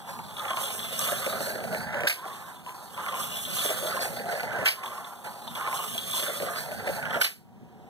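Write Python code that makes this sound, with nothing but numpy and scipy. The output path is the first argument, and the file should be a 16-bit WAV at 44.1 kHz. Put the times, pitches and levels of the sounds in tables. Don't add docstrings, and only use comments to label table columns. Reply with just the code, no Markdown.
import sys
import numpy as np
from scipy import signal
from scipy.fft import rfft, irfft, next_fast_len
from scipy.io import wavfile
from scipy.ndimage import uniform_filter1d, map_coordinates

SR = 44100
rng = np.random.default_rng(int(sys.argv[2]) if len(sys.argv) > 2 else 0)


def dump(signal):
    limited = np.clip(np.atleast_2d(signal).T, -1, 1)
    pcm = np.round(limited * 32767).astype(np.int16)
    wavfile.write(sys.argv[1], SR, pcm)


N = 347949


def car():
    flat, raised, chassis, body = shaking()
    piece_hz = per_lap(PIECE_PITCH)[0].clip(500)
    panel_hz = per_lap(PANEL_PITCH)[0].clip(2000)
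    chatter = amp(0.57 * wobble(22) + 2.3 * wobble(110) + 1.1 * wobble(400))
    out = track_rattle(flat, raised, chatter, piece_hz) + frame_grind(chassis, body, chatter)
    out += shell_buzz(body, chatter, panel_hz) + braid_hiss(body, chatter)
    return out + joint_knocks(raised, piece_hz) + shell_ticks(body, panel_hz)


# lap_time_s, flat_pieces_db, raised_pieces_db, chassis_db, car_body_db
TRACK_LEVELS = [(.0, -41.5, -42.5, -31.5, -32), (.04, -53.5, -49, -60, -49.5), (.11, -47, -58, -55, -50),
                (.17, -48.5, -39, -53.5, -54), (.2, -44, -41, -52.5, -47), (.44, -52, -42, -55.5, -52.5),
                (.555, -57.5, -48, -69, -58.5), (.595, -51, -45, -55, -52.5), (.68, -56, -43, -64, -55),
                (.86, -53.5, -43, -64, -53.5), (.92, -45, -34, -48, -48), (1.04, -38, -34, -44, -49),
                (1.11, -41, -34, -55, -40), (1.23, -41.5, -40.5, -52, -40.5),
                (1.36, -45.5, -43, -52.5, -43), (1.47, -46, -47.5, -55, -40),
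                (1.53, -39, -42, -48.5, -34.5), (1.65, -38.5, -40.5, -43.5, -41),
                (1.78, -42, -39.5, -52.5, -41.5), (1.87, -36.5, -38, -43.5, -46.5),
                (1.96, -41.5, -45.5, -46, -40.5), (2.05, -38.5, -50, -51, -49),
                (2.18, -41, -48, -48.5, -52.5), (2.245, -34.5, -46, -43.5, -46),
                (2.33, -41.5, -39, -47.5, -46), (2.42, -39, -36, -42.5, -57.5),
                (2.5, -35.5, -42, -40.5, -51), (2.565, -33.5, -35.5, -44, -51)]
# time_s, track_and_chassis_offset_db, car_body_offset_db
DRIVE_OFFSETS = [(0, 3, 0), (.4, -5, -0.5), (.8, -2.5, -1), (1.2, -1.5, 0.5), (1.6, 0.5, 0),
                 (2.0, -2, -8.5), (2.4, -6.5, -5.5), (2.8, -3.5, -1.5), (3.2, -6.5, -2), (3.6, -2, 1),
                 (4.0, -0.5, 1), (4.4, 0, -1.5), (4.8, -2.5, -6), (5.2, -0.5, -1), (5.6, -3, 0.5),
                 (6.0, -6, -1.5), (6.4, -3.5, -1.5), (6.8, 0, -1), (7.2, -1.5, -1.5)]
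STOP_S, STOP_DB_PER_S = 7.24, 265


def shaking():
    flat, raised, chassis, body = per_lap(TRACK_LEVELS)
    s, track_db, body_db = np.transpose(DRIVE_OFFSETS)
    t = np.arange(N) / SR
    rest = -STOP_DB_PER_S * (t - STOP_S).clip(0)
    track_db = np.interp(t, s, track_db) + rest
    body_db = np.interp(t, s, body_db) + rest
    return flat + track_db, raised + track_db, chassis + track_db, body + body_db


# pitch_hz, width_hz, level_db
FLAT_MODES = [(429, 63, -6), (548.7, 42, -0.5), (634, 40, -1), (701.5, 13, -4.5), (756, 51, -6.5)]
RAISED_MODES = [(718, 33, -5.5), (806, 30, -3.5), (853, 44, -3), (920, 82, -10), (1058, 34, -6.5),
                (1202, 46, -1.5), (1280, 69, -5), (1386, 83, 0)]
# lap_time_s, pitch_hz
PIECE_PITCH = [(.07, 1140), (.25, 1000), (.8, 894), (.87, 1060), (1.2, 1035), (1.29, 967), (1.45, 1130),
               (1.9, 1203), (1.99, 767), (2.4, 733)]


def track_rattle(flat, raised, chatter, piece_hz):
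    rattle = rolled(amp(flat - 4.0), FLAT_MODES, chatter, own_db=3.5)
    return rattle + rolled(amp(raised - 3), RAISED_MODES, chatter, own_db=2, focus_hz=piece_hz, spread=0.24)


# pitch_hz, width_hz, level_db
CHASSIS_MODES = [(1365, 87, -0.61), (1498, 44, 0.12), (1603, 35, -0.32), (1744, 63, 1.7), (1998, 130, 1)]
AXLE_MODES = [(2110, 110, -9), (2350, 120, -6.5), (2560, 130, -7), (2750, 130, -9)]
AXLE_BODY_DB, AXLE_FRAME_DB = -4, -5


def frame_grind(chassis, body, chatter):
    axle_force = np.hypot(amp(body + AXLE_BODY_DB), amp(chassis + AXLE_FRAME_DB))
    frame = rolled(amp(chassis), CHASSIS_MODES, chatter, own_db=3)
    return frame + rolled(axle_force, AXLE_MODES, chatter, own_db=3)


# pitch_hz, width_hz, level_db
SHELL_MODES = [(2893, 46, -4.5), (3093, 66, -11), (3420, 144, -5), (3724, 260, -10.5), (4160, 91, -9.5),
               (4517, 120, -3)]
# lap_time_s, pitch_hz
PANEL_PITCH = [(.1, 3446), (.6, 3580), (.7, 4150), (.86, 3392), (1.2, 3320), (1.7, 3524), (2.02, 4250),
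               (2.17, 3780), (2.28, 4440), (2.36, 4400), (2.43, 3170)]


def shell_buzz(body, chatter, panel_hz):
    return rolled(amp(body + 2.5), SHELL_MODES, chatter, own_db=3.5, focus_hz=panel_hz, spread=0.17)


# frequency_hz, density_db (per Hz)
BRAID_SPECTRUM = [(2500, -13), (4500, -24.5), (5200, 1), (6500, 0.5), (8500, 3.5), (11000, 4), (13000, 4),
                  (15400, -4), (15650, -17.5)]
SKID_DB, SKID_S = -35.5, 0.094


def braid_hiss(body, chatter):
    skid = after_slaps(lambda t: amp(SKID_DB - 34 * (t / SKID_S) ** 2) * (t / 0.015).clip(0, 1))
    friction = unit(chatter ** 0.5 * amp(2.03 * wobble(45)) * rng.standard_normal(N))
    return coloured((amp(body + 2.5) + skid) * friction, BRAID_SPECTRUM)


# start_s, level_db, pitch_hz
JOINT_KNOCKS = [(0.19, -27, 952), (0.368, -32.5, 810), (0.395, -26, 1240), (0.453, -26, 854),
                (0.482, -27.5, 1280), (0.505, -19.5, 1055), (0.533, -21.5, 1068), (0.571, -21, 1070),
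                (0.596, -37, 1140), (0.692, -30, 820), (0.992, -26, 1204), (1.012, -28, 1186),
                (1.063, -25.5, 1090), (1.076, -26, 604), (1.088, -26.5, 1255), (1.119, -19.5, 625),
                (1.222, -28.5, 1217), (1.244, -27.5, 1270), (1.264, -17.5, 570), (1.299, -29, 1266),
                (1.326, -24, 1198), (1.363, -30.5, 1310), (1.405, -20, 536), (1.471, -23.5, 652),
                (1.503, -28.5, 654), (1.524, -30, 700), (1.553, -32, 640), (1.604, -28.5, 575),
                (1.64, -25, 683), (1.727, -21.5, 598), (1.747, -22.5, 627), (1.806, -27.5, 1504),
                (1.944, -26, 564), (2.006, -23.5, 565), (2.035, -20.5, 558), (2.052, -23.5, 533),
                (2.254, -27, 785), (2.307, -37, 1124), (2.663, -29.5, 1026), (2.693, -33, 1017),
                (2.745, -33, 1010), (2.977, -27.5, 1007), (2.992, -28.5, 1010), (3.007, -36, 1120),
                (3.032, -31, 1060), (3.063, -24.5, 1095), (3.087, -25, 1204), (3.124, -22.5, 1054),
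                (3.142, -23.5, 1050), (3.162, -30, 1095), (3.181, -30, 1078), (3.203, -30, 1025),
                (3.224, -38.5, 990), (3.257, -34, 1070), (3.473, -34, 622), (3.567, -29, 1206),
                (3.649, -21, 594), (3.691, -25.5, 684), (3.703, -20.5, 643), (3.825, -23.5, 560),
                (3.847, -21.5, 580), (3.915, -24, 1345), (3.954, -31.5, 713), (3.967, -23, 1050),
                (3.992, -25, 693), (4.047, -22.5, 690), (4.068, -28, 700), (4.088, -31.5, 643),
                (4.197, -26, 506), (4.257, -26, 672), (4.325, -22, 677), (4.397, -25.5, 1450),
                (4.432, -21.5, 714), (4.507, -26, 1500), (4.533, -28, 1540), (4.562, -25.5, 950),
                (4.586, -23.5, 546), (4.615, -25.5, 600), (4.835, -23.5, 1090), (4.859, -27, 1062),
                (4.878, -29, 1090), (4.917, -30, 1190), (4.954, -34.5, 1050), (4.979, -26.5, 1086),
                (5.263, -29, 890), (5.476, -31, 908), (5.557, -25.5, 1080), (5.575, -27, 1066),
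                (5.611, -25, 1090), (5.643, -29, 1100), (5.665, -24.5, 1304), (5.675, -21.5, 1070),
                (5.712, -26, 1086), (5.728, -20, 1060), (5.741, -25, 1104), (5.791, -22.5, 1086),
                (5.838, -27, 1210), (5.951, -27.5, 630), (6.136, -26.5, 1060), (6.204, -35, 590),
                (6.225, -25.5, 618), (6.265, -25, 1485), (6.28, -23, 600), (6.296, -25, 622),
                (6.401, -23.5, 562), (6.422, -20, 586), (6.464, -28.5, 650), (6.483, -28, 1200),
                (6.498, -28, 636), (6.56, -27, 1265), (6.717, -27.5, 654), (6.877, -24, 564),
                (6.89, -21, 556), (6.984, -28, 786), (7.027, -25, 1483), (7.054, -24.5, 1666),
                (7.109, -26, 1260), (7.142, -18, 1370), (7.158, -22, 560), (7.172, -26, 696)]
# frequency_hz, density_db (per Hz)
SCRAPE_SPECTRUM = [(500, -7), (1500, 6), (3000, 12), (5000, 17), (8000, -13.5), (11000, 12.5), (15500, -7)]
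# pitch_hz, width_hz, level_db
STRUCK_MODES = [(760, 370, -1), (1460, 650, 2.5), (2250, 380, 13.5), (3020, 340, 8.5), (4410, 490, -12.5),
                (10300, 6300, -11.5)]
HOLD_S = .012


def joint_knocks(raised, piece_hz):
    s, db, hz = np.transpose(JOINT_KNOCKS)
    front = rings(s, db - 6.5, hz, t60=0.028, rough=0.078, hold=HOLD_S)
    rear = rings(s + .01, db - 8.5, 0.852 * hz, t60=0.03, rough=0.09)
    thump = rings(s, db - 13.0, .65 * hz, t60=0.044, rough=0.067)
    scrape = coloured(bursts(s, db - 25, t60=0.03), SCRAPE_SPECTRUM)
    click = ringing(bursts(s, db - 1, t60=.005), STRUCK_MODES)
    small = rings(*strays(raised + 4, piece_hz, count=60), t60=0.017, rough=0.038)
    return front + rear + thump + scrape + click + small


# start_s, level_db, edge_level_db (edge relative to the tick)
SHELL_TICKS = [(0.3668, -29, -23), (0.394, -27, -9), (0.482, -29.5, -14.5), (0.507, -28, -19),
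               (0.5648, -31, 0), (0.6557, -27, -9), (0.792, -25, -13), (0.829, -28, -8.5),
               (0.9924, -33, 16.5), (1.0144, -32.5, -8), (1.075, -27, 3), (1.265, -32, 3),
               (1.2979, -31.5, 0), (1.456, -31, -8), (1.727, -41.5, -13), (2.009, -38, 1),
               (2.07, -38, -12.5), (2.33, -37.5, -21), (2.9447, -38, -20), (3.0848, -30, -11.5),
               (3.126, -42, 0), (3.2256, -32.5, 0.5), (3.4506, -25, -15), (3.5698, -33.5, 4),
               (3.6885, -26.5, -11.5), (3.7668, -36, 1), (4.659, -20, -26), (4.837, -39, -1),
               (4.8595, -33, -6), (5.0444, -34, -13), (5.477, -30, -17), (5.552, -28, -7),
               (5.756, -40.5, 1), (5.9449, -31.5, -0.5), (5.979, -19, -9.5), (6.112, -39.5, 16),
               (6.1686, -24, -1), (6.204, -34.5, -7), (6.2256, -26, -2), (6.2756, -29, -2.5),
               (6.584, -33, -7.5), (7.106, -30.5, -16.5), (7.1422, -28, -12)]


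def shell_ticks(body, panel_hz):
    s, db, edge_db = np.transpose(SHELL_TICKS)
    ticks = rings(s, db, panel_hz[(s * SR).astype(int)], t60=0.049, rough=0.13)
    ticks += rings(*strays(body + 8, panel_hz, count=60), t60=0.094, rough=0.071)
    return ticks + coloured(bursts(s, db + edge_db, t60=0.011), BRAID_SPECTRUM)


# start_s, ring_db, scrape_db, rebound_delay_s,
# ring_pitch_hz, ring_duration_s, blow_db (relative to the ring)
NEAR_SLAPS = [(2.071, -20, -12, 0.025, 1620, 0.0067, 0), (4.658, -21.5, -5, 0.017, 1540, 0.0095, 8),
              (7.213, -17, -13, 0.029, 1498, 0.0093, 0.5)]


def slaps():
    s, db, scrape_db, rebound, ring_hz, ring_s, blow_db = np.transpose(NEAR_SLAPS)
    landing = s + ring_s
    second = s + rebound
    t = np.arange(N) / SR - (s[:, None] - .0006)
    decay_db = -150 * t.clip(0) - 9000 * (t - ring_s[:, None]).clip(0, .02)
    held = (t / 0.00095).clip(0, 1) * amp(decay_db) * (t < .03)
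    phase = 2 * np.pi * ring_hz[:, None] * t + .04 * np.cumsum(rng.standard_normal(N))
    tone = np.sin(phase) + amp(-8) * np.sin(2 * phase + 1)
    clack = amp(db) @ (held * amp(1.7 * wobble(250)) * tone)
    blows = bursts(s, db + blow_db, t60=0.041)
    blows += bursts(landing, db + scrape_db + 11.5, t60=0.025)
    blows += bursts(second, db + scrape_db + 7.0, t60=0.17)
    crack = bursts(landing - .001, db - 0.5, t60=0.009) + bursts(second + 0.0054, db - 1.5, t60=0.0063)
    crack = ringing(crack, [(11800, 2300, 0)])
    scrape = bursts(s + 0.0022, db + scrape_db + 5.0, t60=0.19) + bursts(second, db + scrape_db, t60=0.15)
    scrape *= amp(4.0 * wobble(140) + 1.7 * wobble(500))
    return clack + ringing(blows, STRUCK_MODES) + crack + coloured(scrape, SCRAPE_SPECTRUM)


# lap_time_s, pitch_hz, level_db
GEAR_NOTE = [(.05, 1020, -60), (.12, 1072, -43), (.2, 1099, -40.5), (.34, 1144, -46.5), (.45, 962.6, -45),
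             (.56, 995.7, -55.5), (.62, 1031, -42), (.72, 962, -50), (.84, 1003, -54.5), (1.0, 1060, -40),
             (1.2, 1059, -45), (1.4, 1080, -52), (1.55, 1107, -41), (1.75, 1197, -47.5),
             (1.88, 1081, -46.5), (1.98, 956.7, -47.5), (2.1, 776.8, -49.5), (2.25, 841, -41.5),
             (2.4, 882, -47), (2.52, 949.4, -40)]
COAST_HZ, COAST_S, COAST_DB = 714, 0.2, -41.5


def whine():
    hz, db = per_lap(GEAR_NOTE)
    coasting = (np.arange(N) / SR - STOP_S).clip(0)
    hz = np.where(coasting > 0, COAST_HZ * np.exp(-coasting / COAST_S), hz)
    db = np.where(coasting > 0, COAST_DB - STOP_DB_PER_S * coasting, db)
    step = 2 * np.pi * hz * (1 + 0.02018 * wobble(25)) / SR
    phase = np.cumsum(step + .09 * rng.standard_normal(N))
    return amp(db + 2.5 * wobble(60)) * np.sin(phase)


# frequency_hz, t60_s
DECAY_TIMES = [(200, 0.17), (2000, 0.28), (12000, 0.27)]
# frequency_hz, level_db
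ANSWER_COLOUR = [(300, -2.5), (3000, -2.5), (9000, 4)]
# frequency_hz, share
UNLIKE_SHARE = [(300, 0.93), (1000, 0.2), (2150, .03), (2850, .03), (3700, .6), (4750, .1), (5250, .1),
                (6000, .7), (8000, 1)]
ROOM_STEP_S = .2


def room(x):
    step = int(ROOM_STEP_S * SR)
    x = np.pad(x, (step, 2 * step))
    out = np.zeros((2, N + 3 * SR))
    fade = np.sin(np.pi * np.arange(2 * step) / (2 * step))
    for start in range(0, N + step, step):
        hz, t, z = signal.stft(rng.standard_normal((2, SR // 2)), SR, nperseg=256)
        unlike = np.clip(along(UNLIKE_SHARE, hz), 0, 1)[:, None]
        z = np.array([z[0], np.sqrt(1 - unlike ** 2) * z[0] + unlike * z[1]])
        decay_db = along(ANSWER_COLOUR, hz)[:, None] - 60 * t / along(DECAY_TIMES, hz)[:, None]
        tail = signal.istft(z * amp(decay_db), SR, nperseg=256)[1]
        piece = (fade * x[start:start + 2 * step])[None]
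        answer = signal.fftconvolve(piece, tail / np.linalg.norm(tail[0]), axes=1)
        out[:, start + 300:][:, :answer.shape[1]] += answer
    return out[:, step:step + N]


# frequency_hz, density_db (per Hz)
RUMBLE_SPECTRUM = [(20, -53), (45, -31), (100, -3), (180, -0.5), (240, 1), (310, -22.5), (450, -22),
                   (900, -58)]
MURMUR_SPECTRUM = [(250, 0), (450, -4), (740, -2.5), (1000, -9.5), (1500, -13), (3000, -17.5),
                   (4500, -26.5), (9000, -31)]
# pitch_hz, width_hz, level_db
HOLLOW_MODES = [(354.5, 20, 3.5), (441, 31, 2.5), (738, 12, 9), (798, 20, 4), (950, 20, 3)]
DRONE_MODE = [(172, 12, 0)]
# time_s, level_db
MURMUR_LEVEL = [(0, -59.5), (7.2, -58), (7.3, -74), (7.4, -64), (7.6, -57.5), (7.89, -53)]
# lap_time_s, level_db
FLOOR_LEVEL = [(.0, -53.5), (.05, -85), (.9, -69), (1.1, -55.5), (1.5, -51), (1.9, -50.5), (2.15, -46.5),
               (2.35, -46), (2.56, -46)]
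HUM_DB, DIP_DB, DIP_S = -54, 15.5, 0.22


def room_tone():
    hum = amp(HUM_DB - after_slaps(lambda t: DIP_DB * np.exp(-t / DIP_S)))
    drumming = amp(per_lap(FLOOR_LEVEL)[0]) * (np.arange(N) / SR < STOP_S)
    level = np.hypot(hum, drumming)
    rumble = level * amp(2 * wobble(4) + 2.0 * wobble(13))
    rumble = rumble * coloured(rng.standard_normal((3, N)), RUMBLE_SPECTRUM)
    drone = level * amp(-5) * ringing(rng.standard_normal(N), DRONE_MODE)
    murmur = coloured(rng.standard_normal(N), MURMUR_SPECTRUM) + ringing(rng.standard_normal(N), HOLLOW_MODES)
    murmur = amp(curves(MURMUR_LEVEL)[0]) * murmur
    hiss = amp(-72.5) * rng.standard_normal((2, N))
    return 0.83 * rumble[:2] + 0.82 * rumble[2] + drone + murmur + hiss


GRIT_PER_S = 900


def rolled(force, modes, shake, own_db, focus_hz=None, spread=.2):
    out = 0
    for hz, width, db in modes:
        near = 1 if focus_hz is None else np.exp(-.5 * (np.log(hz / focus_hz) / spread) ** 2)
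        specks = unit((rng.random(N) < GRIT_PER_S / SR) * rng.laplace(size=N))
        grit = unit(shake * amp(own_db * wobble(25)) * (rng.standard_normal(N) + specks))
        out = out + amp(db) * ringing(force * near * grit, [(hz, width, 0)])
    return out


def rings(times, dbs, hzs, t60, rough, hold=0):
    out, t = np.zeros(N + SR), np.arange(SR // 8) / SR
    for s, db, hz in zip(times, dbs, hzs):
        drift = rough * np.cumsum(rng.standard_normal(len(t)))
        envelope = amp(db - 60 * (t - hold).clip(0) / t60) * (1 - np.exp(-t / 0.00064))
        out[round(s * SR):][:len(t)] += envelope * np.sin(2 * np.pi * hz * t + drift)
    return out[:N]


def bursts(times, dbs, t60):
    marks = np.zeros(N)
    marks[np.round(np.multiply(times, SR)).astype(int)] = amp(dbs)
    t = np.arange(SR // 2) / SR
    return signal.fftconvolve(marks, amp(-60 * t / t60))[:N] * rng.standard_normal(N)


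def strays(level_db, pitch_hz, count):
    when, size, bend = rng.random((count, 3)).T
    i = (when * (N - 1)).astype(int)
    return i / SR, level_db[i] - 12 * size, pitch_hz[i] * (1 + 0.17 * (bend - .5))


FIRST_LAP_S, LAP_S = -.515, 2.58


def per_lap(rows):
    starts = [FIRST_LAP_S] + [row[0] for row in NEAR_SLAPS]
    starts.append(starts[-1] + LAP_S)
    into = LAP_S * np.interp(np.arange(N) / SR, starts, np.arange(len(starts)))
    s, *cols = np.transpose(rows)
    return [np.interp(into, s, c, period=LAP_S) for c in cols]


def after_slaps(shape):
    since = np.arange(N) / SR - np.array(NEAR_SLAPS)[:, :1]
    return np.sum((since > 0) * shape(since.clip(0)), axis=0)


def curves(rows):
    s, *cols = np.transpose(rows)
    return [np.interp(np.arange(N) / SR, s, c, right=-120) for c in cols]


def wobble(rate):
    return map_coordinates(rng.standard_normal(int(N * rate / SR) + 4), [np.arange(N) * rate / SR])


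def ringing(x, modes):
    def body(f):
        total = 0
        for k, (c, w, db) in enumerate(modes):
            total = total + (-1) ** k * amp(db) * 1j * f * w / (c * c - f * f + 1j * f * w)
        return total
    return filtered(x, body) / np.sqrt(np.mean(np.abs(body(np.linspace(0, SR / 2, 4096))) ** 2))


def coloured(x, spectrum):
    gain = lambda hz: amp(along(spectrum, hz))
    return filtered(x, gain) / np.sqrt(np.mean(gain(np.linspace(0, SR / 2, 4096)) ** 2))


def filtered(x, response):
    m = next_fast_len(N + SR // 2)
    return irfft(rfft(x, m) * response(np.fft.rfftfreq(m, 1 / SR)), m)[..., :N]


def along(points, hz):
    f, v = np.transpose(points)
    return np.interp(np.log(hz + 1), np.log(f + 1), v)


def amp(db):
    return 10 ** (np.asarray(db) / 20)


def unit(x):
    return x / np.sqrt(np.mean(np.abs(x) ** 2) + 1e-20)


def scene():
    toy = car() + whine()
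    slap = slaps()
    answer = room(toy + amp(-7) * slap)
    return toy + slap + amp(-4.0) * answer + room_tone()


# frequency_hz, half_phase_half_turns (half the difference), sign_bias (-1..1)
STEREO_PHASE = [(150, .38, .3), (400, .13, .9), (800, .11, .9), (1150, 0, .9), (1750, -.3, 0),
                (2200, -.46, -.5), (2370, -.5, -.5), (2650, -.5, -.5), (3150, -.75, -.6), (3550, -.92, -.6),
                (3780, -1, -.6), (4350, -1.2, -.3), (4850, -1.5, 0), (5150, -1.5, 0), (6050, -2, .6),
                (7400, -2.5, .9), (8500, -3, .9), (9600, -3.5, .8), (10800, -3.75, 0), (12200, -3.7, 0),
                (13100, -3.5, .7), (14150, -3, .8), (15300, -2.5, .8)]
# frequency_hz, difference_db
STEREO_TILT = [(60, -4), (110, -3.5), (200, -.5), (1000, 0), (1700, -4.5), (2300, 0), (2600, 0),
               (3100, 1.5), (4000, 0), (5300, 0), (7500, -2.5), (11500, -6.5), (15500, -3)]
TOP_HZ, CLIP = 15800, .3
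WANDER = .03


def record(dry):
    squashed = dry / (1 + (dry / CLIP) ** 4) ** .25
    hz, _, z = signal.stft(squashed, SR, nperseg=512)
    f, turn, bias = np.transpose(STEREO_PHASE)
    slide = wobble(6)[np.minimum(256 * np.arange(z.shape[2]), N - 1)]
    half = np.pi * np.interp(hz[:, None] * (1 + WANDER * slide), f, turn)
    patches = uniform_filter1d(rng.standard_normal(z.shape[1:]), size=5, axis=0)
    drift = unit(uniform_filter1d(patches, size=9, axis=1))
    sign_angle = np.pi / 2 * np.tanh(3 * (drift + 2.44 * np.interp(hz, f, bias)[:, None]))
    apart = np.sin(half) * np.exp(1j * sign_angle)
    tilt = amp(along(STEREO_TILT, hz) / 2)[:, None]
    stereo = z * [(np.cos(half) + apart) * tilt, (np.cos(half) - apart) / tilt]
    wide = signal.istft(stereo, SR, nperseg=512)[1][:, :N]
    return filtered(wide, lambda hz: (hz < TOP_HZ) / (1 + (50 / (hz + 1)) ** 4))


dry = scene()
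out = record(dry)
dump(out)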